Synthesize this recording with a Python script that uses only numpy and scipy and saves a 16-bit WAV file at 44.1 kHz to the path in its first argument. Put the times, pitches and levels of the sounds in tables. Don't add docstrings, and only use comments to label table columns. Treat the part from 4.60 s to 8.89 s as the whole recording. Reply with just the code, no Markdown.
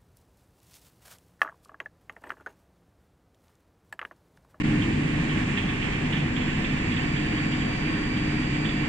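import sys
import numpy as np
from scipy import signal
from scipy.fft import rfft, irfft, next_fast_len
from scipy.io import wavfile

SR = 44100
rng = np.random.default_rng(int(sys.argv[2]) if len(sys.argv) > 2 else 0)


def digitize_waveform(pressure):
    field = np.atleast_2d(pressure).T
    bounded = np.clip(field, -1, 1)
    quanta = np.round(bounded * 32767).astype(np.int16)
    wavfile.write(sys.argv[1], SR, quanta)


def elevation(decibels):
    levels = np.asarray(decibels, float)
    return 10 ** (levels / 20)


N = 189056
T = np.arange(N) / SR
SIZE = next_fast_len(N + SR)
HZ = np.maximum(np.arange(SIZE // 2 + 1) * SR / SIZE, 1)
MAINS_HZ, WHINE_HZ = 49.99, 1155.8


def ports(left, right):
    return np.array([[left], [right]])


def in_time(rows):
    s, *columns = np.transpose(rows)
    return np.array([np.interp(T, s, c) for c in columns])


def in_hz(rows):
    hz, *columns = np.transpose(rows)
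    return np.array([np.interp(np.log(HZ), np.log(hz), c) for c in columns])


def drift(rate_hz, count=1):
    r = np.exp(-128 * np.pi * rate_hz / SR)
    noise = rng.standard_normal((count, N // 64 + 2002))
    slow = signal.lfilter([1], [1, -2 * r, r * r], noise)[:, 2000:]
    slow /= slow.std(axis=1, keepdims=True)
    at = np.arange(N) / 64
    return np.array([np.interp(at, np.arange(len(s)), s - s.mean()) for s in slow])


def standing(rows):
    level_db, approach, share, null_s, period_s = np.transpose(rows)[:, :, None]
    beat = np.abs(1 - share * np.exp(2j * np.pi * (T - null_s) / period_s))
    return level_db + approach * (T - T.mean()) + 20 * np.log10(beat + .03)


def tone(hz, level_db, wobble_db, lead=0):
    phase = 2 * np.pi * (np.cumsum(hz + 0 * T) / SR + rng.random()) + ports(0, 1) * lead
    wander = drift(2.5, count=2 if np.mean(hz) > 400 else 1)
    return np.sqrt(2) * elevation(level_db + wobble_db * wander) * np.sin(phase)


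# pitch_hz, likeness [0-1], phase_lead_rad
PORT_LIKENESS = [(25, .9995, 0), (70, .997, -.03), (130, .982, -.1), (200, .945, -.25), (340, .91, -.3),
                 (450, .14, -1.5), (560, .45, -2.4), (800, .36, -1.6), (1090, .68, -1.1), (1350, .3, -.5),
                 (1800, .1, 1.5), (2200, .35, 2.6), (2750, .25, 3.8), (3350, .5, 6.4), (4200, .22, 4.0)]


def port_noise(extra_likeness):
    left, own = rfft(rng.standard_normal((2, SIZE))) * np.sqrt(SR / 2)
    alike, lead = in_hz(PORT_LIKENESS)
    alike = np.clip(alike + extra_likeness * (1 - alike), 0, 1)
    right = alike * np.exp(1j * lead) * left + np.sqrt(1 - alike ** 2) * own
    return np.array([left, right])


# pitch_hz, left_db, right_db [dB per Hz]
ROAR_COLOUR = [(20, -69.5, -62.5), (65, -62.5, -63), (140, -58, -62), (301.3, -59.5, -55),
               (359, -67.5, -66), (566, -69.5, -73), (1370, -74, -73), (1800, -70, -68), (2653, -72.5, -64),
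               (3190, -83, -74), (3760, -81.5, -87), (6300, -90, -93.5), (7640, -87.5, -98.5),
               (9520, -101.4, -112.3)]
# pitch_hz, left_db, right_db [dB added to the colour]
TREBLE_SHAPE = [(8050, 0, 0), (8250, 0, -6), (9300, 0, 2.5), (9600, -1, 4), (9850, -10.5, 4),
                (11000, -13, 1.5), (11500, -14, -1), (14000, -14, -1)]
# pitch_hz, width_hz, left_db, right_db [dB over the roar]
RESONANCES = [(47, 14, 1.5, 4.5), (94, 5.8, 5.5, -4), (154.4, 44, 6.5, 4.5), (210.6, 10.8, 6.5, 2),
              (325.2, 15.7, 10, 6.5), (406.5, 19, 7, 4), (488, 9, -1, 6), (517, 2.2, 8.5, 6),
              (728, 9.4, 7.5, 2.5), (1102, 25, 5.5, 5.5), (1796, 66, 3.5, 4), (1860, 47, 1, 2),
              (3400, 75, -2, 4.5)]


def roar(patchy_db, together_db):
    lift = 0
    for hz, width_hz, l_db, r_db in RESONANCES:
        lift = lift + (elevation(ports(l_db, r_db)) ** 2 - 1) / (1 + (2 * (HZ - hz) / width_hz) ** 2)
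    shape = elevation(in_hz(ROAR_COLOUR) + in_hz(TREBLE_SHAPE)) * np.sqrt(np.maximum(1 + lift, .1))
    shape[1, HZ < 280] = shape[0, HZ < 280]
    spectrum = port_noise(0) * shape
    near_db, settles_s, gear_db, hiss_db = 3.1, .48, -.3, -1
    rumble_db = near_db / (1 + (T / settles_s) ** 4)
    octave, together, out = np.log2(HZ / 20), drift(13.0)[0], 0
    for k in range(11):
        share = np.cos(np.pi / 2 * np.clip(octave - k, -1, 1))
        load_db = rumble_db if k < 5 else gear_db if k < 8 else hiss_db
        gain = elevation(load_db + patchy_db * drift(7.8)[0] + together_db * together * (k > 5))
        out = out + gain * irfft(spectrum * share, SIZE)[:, :N]
    return out


def mains_buzz(level_db, spread_db, odd_db, width_hz):
    k = np.round(HZ / MAINS_HZ).astype(int)
    multiples = np.arange(k.max() + 1)
    lines_db = level_db + spread_db * rng.standard_normal((2, len(multiples))) + odd_db * (multiples % 2)
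    comb = elevation(lines_db[:, k]) / (1 + (2 * (HZ - k * MAINS_HZ) / width_hz) ** 2) * (k > 6)
    rising = np.sqrt(np.clip(HZ / 4500, 0, 1))
    colour = elevation(in_hz(ROAR_COLOUR) + in_hz(TREBLE_SHAPE))
    return irfft(port_noise(0.41) * comb * rising * colour, SIZE)[:, :N]


# level_db, approach [dB per s], reflection_share [0-1], cancelling_s, cancelling_period_s
HUM_LINES = [
    (-35.98, -0.07, 0.18, 0.7, 2.04),
    (-35.46, -2.3, 0.4, 1.04, 6.49),
    (-36.38, -1.29, 0.97, 1.33, 7.91),
]
# pitch_hz, left_db, right_db
WINDING_LINES = [(25.0, -41, -41), (45.8, -44, -44), (50.0, -46, -46), (1399.7, -61, -62),
                 (1499.7, -55, -57), (1799.6, -53, -54), (1999.6, -58, -52), (3668, -66, -66),
                 (4323.3, -71, -75), (4599, -67, -74), (4923.2, -66, -82), (5199, -70, -87)]


def hum():
    out = 0
    for k, level_db in zip((3, 5, 6), standing(HUM_LINES)):
        out = out + tone(k * MAINS_HZ, level_db - .5, wobble_db=1.2)
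    for hz, l_db, r_db in WINDING_LINES:
        lead = rng.uniform(-3, 3) * (hz > 400)
        out = out + tone(hz, ports(l_db, r_db), 1.5, lead)
    return out


# level_db, approach [dB per s], reflection_share [0-1], cancelling_s, cancelling_period_s
WHINE_LINES = [
    (-44.47, -1.1, 0.28, 0.25, 1.82),
    (-44.4, 0.31, 0.37, -0.27, 1.72),
    (-54.41, 2.62, 0.86, 1.16, 3.92),
    (-60.97, 6.2, 0.97, 4.88, 12.0),
]
# before_rad, after_rad, moment_s, flip_s
WHINE_FLIPS = [
    (2.5, 1.2, 3.05, .2),
    (1.3, 3.1, 1.0, .15),
]
HIGH_LINES = [
    (-65.25, -0.5, 0.43, 4.5, 3.75),
    (-63.86, -0.17, 0.15, 1.46, 3.27),
    (-72.45, -2.17, 0.27, 2.09, 3.16),
]
HIGH_RIGHT = -8, -22, -10
# multiple, left_db, right_db, facing_s, passing_s
BEAMED_ORDERS = [(5, -74, -82, 2, 20), (9, -93, -88.5, 3.5, 8), (10, -100, -88.5, 1.8, 1.1),
                 (11, -91, -90.5, 1.9, 1.4), (12, -102, -94.5, 2.5, 5)]
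# start_s, pitch_hz, left_db
WHISTLE_CURVE = [(0, 7337, -58), (.4, 7328, -61), (.72, 7337, -59), (.97, 7332, -55), (1.08, 7331, -66),
                 (1.25, 7333, -59), (1.55, 7340, -72), (1.75, 7334, -56), (2.13, 7334, -60),
                 (2.27, 7351, -58), (2.52, 7352, -57), (2.72, 7330, -61), (3.02, 7330, -55),
                 (3.18, 7336, -72), (3.45, 7341, -63), (3.8, 7333, -60), (4.1, 7331, -55),
                 (4.29, 7334, -58)]


def whine():
    levels_db = standing(WHINE_LINES)
    second, fourth = (a + (b - a) * (1 + np.tanh((T - s) / flip_s)) / 2 for a, b, s, flip_s in WHINE_FLIPS)
    out = tone(2 * WHINE_HZ, levels_db[:2], .6, lead=second)
    out += tone(4 * WHINE_HZ, levels_db[2:], .8, lead=fourth)
    for k, l_db, r_db, s, passes_s in BEAMED_ORDERS:
        level_db = ports(l_db, r_db) - 6 * ((T - s) / passes_s) ** 2
        out += tone(k * WHINE_HZ, level_db, 2.0, np.pi * (k % 4 > 0))
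    for k, l_db, r_db in zip((6, 7, 8), standing(HIGH_LINES), HIGH_RIGHT):
        out += tone(k * WHINE_HZ, l_db + ports(0, r_db), 1.2, np.pi * (k % 4 > 0))
    whistle_hz, whistle_db = in_time(WHISTLE_CURVE)
    return out + tone(whistle_hz + 1.5 * drift(6.0)[0], whistle_db + ports(0, -13), 1.0)


# middle_s, pitch_hz, width_hz, length_s, left_db
SQUEAK_EVENTS = [
    (.787, 5780, 60, .012, -65),
    (.79, 7900, 700, .025, -60),
    (.86, 6950, 300, .025, -63),
    (3.30, 3700, 50, .03, -60),
]


def squeaks():
    out = np.zeros(N)
    for s, hz, width_hz, length_s, level_db in SQUEAK_EVENTS:
        span = slice(int((s - .15) * SR), int((s + .15) * SR))
        edges_hz = [hz - width_hz / 2, hz + width_hz / 2]
        sos = signal.butter(2, edges_hz, "band", fs=SR, output="sos")
        band = signal.sosfilt(sos, rng.standard_normal(span.stop - span.start))
        swell = np.exp(-((T[span] - s) / length_s) ** 2)
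        out[span] += elevation(level_db) * band / band.std() * swell
    return out * elevation(ports(0, -12.0))


# start_s, peak_db, ring_hz
KNOCK_EVENTS = [(0.2184, -26, 3140), (0.4594, -39, 3130), (0.6943, -27, 3130), (0.9742, -20.5, 3250),
                (1.0864, -31, 3430), (1.2244, -26.5, 3080), (1.2494, -35, 3230), (1.3319, -33, 3100),
                (1.5274, -24.5, 3430), (1.5678, -30.5, 3400), (1.7645, -27, 3420), (1.8068, -33.5, 3430),
                (2.0447, -26.5, 3390), (2.3186, -26, 3300), (2.367, -28.5, 3400), (2.5641, -26, 3170),
                (2.7801, -30, 3300), (2.9198, -28.5, 3460), (3.021, -29.5, 3170), (3.3294, -34, 3420),
                (3.5673, -30, 3330), (3.8294, -34, 3400), (4.0487, -25, 3430), (4.09, -30, 3400)]
# pitch_hz, level_db
GEAR_CASE = [(700, -20), (1090, -6), (1400, -10), (1900, 1.5), (2600, 3), (3300, -1), (3700, -8),
             (4200, -19), (6000, -38), (9000, -60)]


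def knocks(level_db, ring_db, ring_width_hz, left_db, rise_s, fall_s, tail_db, tail_s):
    body = irfft(port_noise(0.34) * elevation(in_hz(GEAR_CASE)), SIZE)[:, :N]
    out = np.zeros((2, N))
    for s, peak_db, hz in KNOCK_EVENTS:
        i = max(int((s - rise_s) * SR), 0)
        t = T[:min(SR // 3, N - i)]
        decay = np.exp(-t / fall_s) + elevation(tail_db) * np.exp(-t / tail_s)
        burst = (1 - np.exp(-(t / rise_s) ** 2)) * decay
        part = body[:, i:i + len(t)]
        r, w = np.exp(-np.pi * ring_width_hz / SR), 2 * np.pi * hz / SR
        plate = signal.lfilter([1 - r, 0, r - 1], [1, -2 * r * np.cos(w), r * r], part)
        strength = np.sqrt(np.sum((burst * plate) ** 2) / np.sum(burst ** 2))
        knock = burst * (part + elevation(ring_db) * plate) / strength
        out[:, i:i + len(t)] += elevation(peak_db + level_db) * knock
    return out * elevation(ports(left_db, 0))


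def scene():
    hall = roar(patchy_db=.8, together_db=.5)
    buzz = mains_buzz(level_db=9.5, spread_db=2.0, odd_db=-2.5, width_hz=1.5)
    gears = knocks(level_db=-11.0, ring_db=4.0, ring_width_hz=160, left_db=-8.5,
                   rise_s=.006, fall_s=.015, tail_db=-13.0, tail_s=.09)
    return hall + buzz + hum() + whine() + squeaks() + gears


def starved_top(x):
    starved_hz, floor_db = 8100, -91
    padded = np.pad(x, ((0, 0), (0, 4096)), "reflect")
    hz, _, cells = signal.stft(padded, SR, "cosine", nperseg=2048, boundary="even")
    kept = (hz[:, None] < starved_hz) | (np.abs(cells) > elevation(floor_db))
    return signal.istft(cells * kept, SR, "cosine", nperseg=2048)[1][:, :N]


def roll_off(x):
    return signal.sosfilt(signal.butter(12, 13900, fs=SR, output="sos"), x)


def record(dry):
    cut_s, cut_db, fade_out_s, fade_in_s = .026, -15, .004, .014
    dip = elevation(np.interp(T, [cut_s - fade_out_s, cut_s, cut_s + fade_in_s], [0, cut_db, 0]))
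    return roll_off(starved_top(dry) * dip)


dry = scene()
out = record(dry)
digitize_waveform(out)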